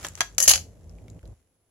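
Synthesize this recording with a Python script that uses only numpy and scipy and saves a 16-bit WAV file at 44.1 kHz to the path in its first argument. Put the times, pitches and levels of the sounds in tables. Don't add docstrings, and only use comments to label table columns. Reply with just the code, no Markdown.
import sys
import numpy as np
from scipy import signal
from scipy.fft import rfft, irfft, next_fast_len
from scipy.io import wavfile
from scipy.ndimage import uniform_filter1d

SR = 44100
rng = np.random.default_rng(int(sys.argv[2]) if len(sys.argv) > 2 else 0)


def wav_out(sig):
    wavfile.write(sys.argv[1], SR, np.round(np.clip(np.atleast_2d(sig).T, -1, 1) * 32767).astype(np.int16))


N = 74970
T = np.arange(N) / SR
ALIKE_HZ = 1690


def amp(db):
    return 10 ** (np.asarray(db) / 20)

def unit(x):
    return x / np.sqrt(np.mean(x ** 2))

def over_hz(points, f):
    hz, values = np.array(points, float).T
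    return np.interp(np.log(np.maximum(f, 1)), np.log(hz), values)

def over_time(points):
    return amp(np.interp(T, *np.array(points).T))

def colour(x, points):
    n = next_fast_len(x.shape[-1]) * 2
    gain = amp(over_hz(points, np.arange(n // 2 + 1) * SR / n))
    cepstrum = irfft(np.log(gain), n)
    cepstrum[1:n // 2] *= 2
    cepstrum[n // 2 + 1:] = 0
    return irfft(rfft(x, n) * np.exp(rfft(cepstrum)), n)[..., :x.shape[-1]]

def noise(n):
    mid, side = rfft(rng.standard_normal((2, n)))
    f = np.arange(len(mid)) * SR / n
    alike = .78 / (1 + (f / ALIKE_HZ) ** 2)
    return unit(irfft(mid * np.sqrt(1 + alike) + np.array([[1], [-1]]) * side * np.sqrt(1 - alike), n))

def wander(per_second):
    hold = max(int(SR / per_second), 1)
    steps = np.repeat(rng.standard_normal(N // hold + 1), hold)
    return unit(uniform_filter1d(steps, hold)[:N])

def add(out, x, start):
    i = int(start * SR)
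    out[:, i:i + x.shape[-1]] += x[:, :N - i]

def struck(tone, decay_s, notes=(), ring_db=0, ring_s=1):
    t = T[:SR // 4]
    burst = (1 - np.exp(-t / (.15 * decay_s))) * np.exp(-t / decay_s)
    sound = unit(colour(noise(len(t)) * burst, tone))
    if notes:
        phases = rng.uniform(0, 2 * np.pi, (len(notes), 2, 1))
        detune = 1 + np.outer(.0023 * rng.standard_normal(len(notes)), [1, 0])
        ring = sum(amp(db) * np.sin(2 * np.pi * hz * t + phase * (hz > ALIKE_HZ))
                   for (hz, db), phase in zip(notes * detune, phases))
        sound = sound + amp(ring_db) * unit(ring * np.exp(-np.log(1000) * t / ring_s))
    return sound * np.sqrt(decay_s * SR / len(t) / 2)


# t/s, level/dB
LOW_LEVEL = [(0, -48), (.35, -51), (.67, -45), (.74, -50.5), (.92, -47.5), (1.12, -45.5), (1.188, -43.5),
             (1.194, -57), (1.229, -58), (1.236, -43.5), (1.33, -46.5), (1.348, -65), (1.7, -80.5)]
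# f/Hz, level/dB relative to LOW_LEVEL
HUM_NOTES = [(54.5, -7.5), (82, -5.5), (109, -10), (163, -13.5)]
# f/Hz, level/dB
RUMBLE_TONE = [(25, -18.5), (55, -5.5), (105, 4.5), (135, -7), (180, -7), (230, -9.5), (600, -14),
               (1000, -31), (4000, -63.5)]
# f/Hz, level/dB
HISS_TONE = [(500, 9.5), (1500, -5.5), (9000, -10), (10700, 8.5), (12000, -12), (16000, -15)]
def background():
    hum = sum(amp(db) * np.sqrt(2) * (1 + wander(13)) * np.sin(2 * np.pi * hz * T + wander(7))
              for hz, db in HUM_NOTES)
    rumble = amp(-3) * unit(colour(noise(N), RUMBLE_TONE))
    hiss = amp(-74) * unit(colour(noise(N), HISS_TONE))
    return over_time(LOW_LEVEL) * (hum + rumble) + hiss

# f/Hz, t/s
ECHO_FADE = [(1000, 0.19), (7000, 0.21), (14000, 0.2)]
def room_echo(x):
    n = SR // 2
    t, f = T[:n], np.arange(n // 2 + 1) * SR / n
    spectrum = rfft(noise(n))
    edges_hz = [0, 500, 1500, 4000, 9000, SR]
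    tail = np.zeros((2, n))
    for low, high in zip(edges_hz, edges_hz[1:]):
        band = irfft(spectrum * ((f >= low) & (f < high)), n)
        tail += band * np.exp(-np.log(1000) * t / over_hz(ECHO_FADE, (low + high) / 2))
    delay_s, build_s = .0044, .0033
    tail = unit(tail * np.clip((t - delay_s) / build_s, 0, 1)) / np.sqrt(n)
    return amp(-13) * signal.fftconvolve(x, tail, axes=1)[:, :N]

# t/s, level/dB
RUSTLE_LEVEL = [(0, -48), (.03, -44.5), (.055, -34.5), (.085, -50), (.105, -56), (.16, -56.5), (.19, -47.5),
                (.25, -63), (.7, -68), (1.3, -69), (1.5, -81.5)]
# f/Hz, level/dB
RUSTLE_TONE = [(100, -9.5), (600, 2), (2000, 0), (4500, -6), (7200, 1.5), (9000, -7), (10500, -3),
               (15000, -19.5)]
def rustle():
    grains = noise(N) * amp(2.5 * wander(460))
    return over_time(RUSTLE_LEVEL) * unit(colour(grains, RUSTLE_TONE))

# t/s, level/dB, f/Hz
CLICKS = [(0.067, -27.5, 6500), (0.085, -26.5, 6940), (0.1532, -28.5, 6550), (0.326, -50, 6800),
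          (0.3483, -46.5, 6560), (0.895, -47.5, 5910), (0.9854, -51, 2413), (1.082, -45, 2250),
          (1.1005, -43, 7260), (1.192, -52, 1900), (1.23, -51.5, 1496), (1.2551, -50.5, 4120),
          (1.2762, -51.5, 7660)]
def clicks():
    out = np.zeros((2, N))
    for start, db, hz in CLICKS:
        tone = [(200, -30), (hz / 1.35, -12.5), (hz, 0), (hz * 1.35, -12.5), (15000, -32)]
        click = struck(tone, decay_s=.001, notes=[(hz, 0)], ring_db=-10.5, ring_s=.025)
        add(out, amp(db) * click, start)
    return out

# t/s, level/dB
THUDS = [(0.478, -33), (0.509, -32.5)]
# f/Hz, level/dB
THUD_TONE = [(25, -12), (60, 10.5), (130, -6.5), (350, -15.5), (800, -15), (2000, -47)]
def landing_thuds():
    out = np.zeros((2, N))
    for start, db in THUDS:
        add(out, amp(db) * struck(THUD_TONE, decay_s=.024), start)
    return out

# t/s, level/dB
KNOCKS = [(0.0469, -23.5), (0.176, -39.5), (0.2064, -10), (0.2137, -16.5), (0.382, -22)]
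# f/Hz, level/dB
KNOCK_TONE = [(170, -39.5), (620, 0), (1000, 0), (1500, 2.5), (2400, 1), (4700, -3), (7500, -2),
              (8900, -21.5), (11000, -12), (15500, -28.5)]
# f/Hz, level/dB
HANDLE_NOTES = [(710, -14), (790, -7.5), (1283, -2), (1420, -2.5), (1650, -1), (3267, 1.5), (4440, -5.5),
                (6030, 2), (6228, -5)]
def handle_knocks():
    out = np.zeros((2, N))
    for start, db in KNOCKS:
        knock = struck(KNOCK_TONE, decay_s=.0022, notes=HANDLE_NOTES, ring_db=-3, ring_s=.055)
        add(out, amp(db) * knock, start)
    return out

# t/s, level/dB, bass/dB, middle/dB, treble/dB, crack decay/s, ring/dB relative to the crack
BLADE_HITS = [(0.3814, -8, -3, -5.5, -3, 0.0028, -5), (0.4013, -13, 1, -5.5, -0.5, 0.0045, -3.5),
              (0.4139, -19.5, 0.5, -8, -4, 0.0044, -4.5), (0.425, -12, -15, -13, -3.5, 0.004, 2),
              (0.4353, -18.5, -5, -7, 0.5, 0.0074, 0), (0.4545, -23.5, -1.5, -1, -5.5, 0.0083, -7.5),
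              (0.477, -4.5, -1, -2, -2, .008, -9), (0.4913, -9.5, -5.5, 5, 4, 0.0089, -9),
              (0.505, -12, 3, -1.5, -6, 0.0078, -12.5), (0.5115, -12.5, 3, 4.5, 3, 0.006, -4),
              (0.535, -12, 3.5, 6, -7, 0.0036, -8.5), (0.5432, -21, 2.5, 3, -8.5, 0.0089, -6),
              (0.5559, -16.5, 2, 1, -8, 0.0044, -7.5), (0.576, -30, 9.5, 9.5, -1, 0.0045, -12)]
# f/Hz, level/dB
CRACK_TONE = [(80, -34.5), (330, -31.5), (600, -8), (1100, -12), (1800, -10.5), (2900, -4), (3700, -9),
              (4600, -1.5), (5300, -3), (6300, 6), (7600, -2), (8800, -9.5), (9900, -4), (11600, -8.5),
              (12700, -15.5), (15500, -13)]
# f/Hz, level/dB
BLADE_NOTES = [(540, -12.5), (1850, -10), (2985, -3.5), (4232, -6), (4722, -5), (4792, -4), (5894, -4.5),
               (6360, -1), (6435, -1), (6765, -6), (7225, -7.5), (7510, -1.5), (10010, -7.5), (11558, -4.5)]
def blade_clatter():
    out = np.zeros((2, N))
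    for start, db, bass, middle, treble, decay_s, ring_db in BLADE_HITS:
        hit = struck(CRACK_TONE, decay_s, BLADE_NOTES, ring_db, ring_s=.095)
        tone = [(1800, bass), (2700, middle), (4600, middle), (5800, .001), (7800, .016), (10000, treble)]
        add(out, amp(db) * colour(hit, tone), start)
    return out

# f/Hz, level/dB
LEFT_OVER_RIGHT = [(900, -1.5), (1700, 3.5), (2900, -3), (4000, -6), (5200, 3.5), (7200, 10.5), (8500, 5),
                   (9800, -19.5), (15000, -6)]
def scene():
    hits = handle_knocks() + blade_clatter() + clicks()
    in_room = hits + room_echo(hits)
    left = colour(in_room[0], [(hz, db / 2) for hz, db in LEFT_OVER_RIGHT])
    right = colour(in_room[1], [(hz, -db / 2) for hz, db in LEFT_OVER_RIGHT])
    return np.array([left, right]) + landing_thuds() + rustle() + background()

def record(dry):
    deaf_hz, top_hz = 8895, 15750
    heard = signal.lfilter(*signal.iirnotch(deaf_hz, Q=9.8, fs=SR), dry)
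    treble_cut = signal.ellip(8, .2, 70, top_hz, fs=SR, output="sos")
    return signal.sosfilt(treble_cut, np.clip(heard, -1, 1))


dry = scene()
out = record(dry)
wav_out(out)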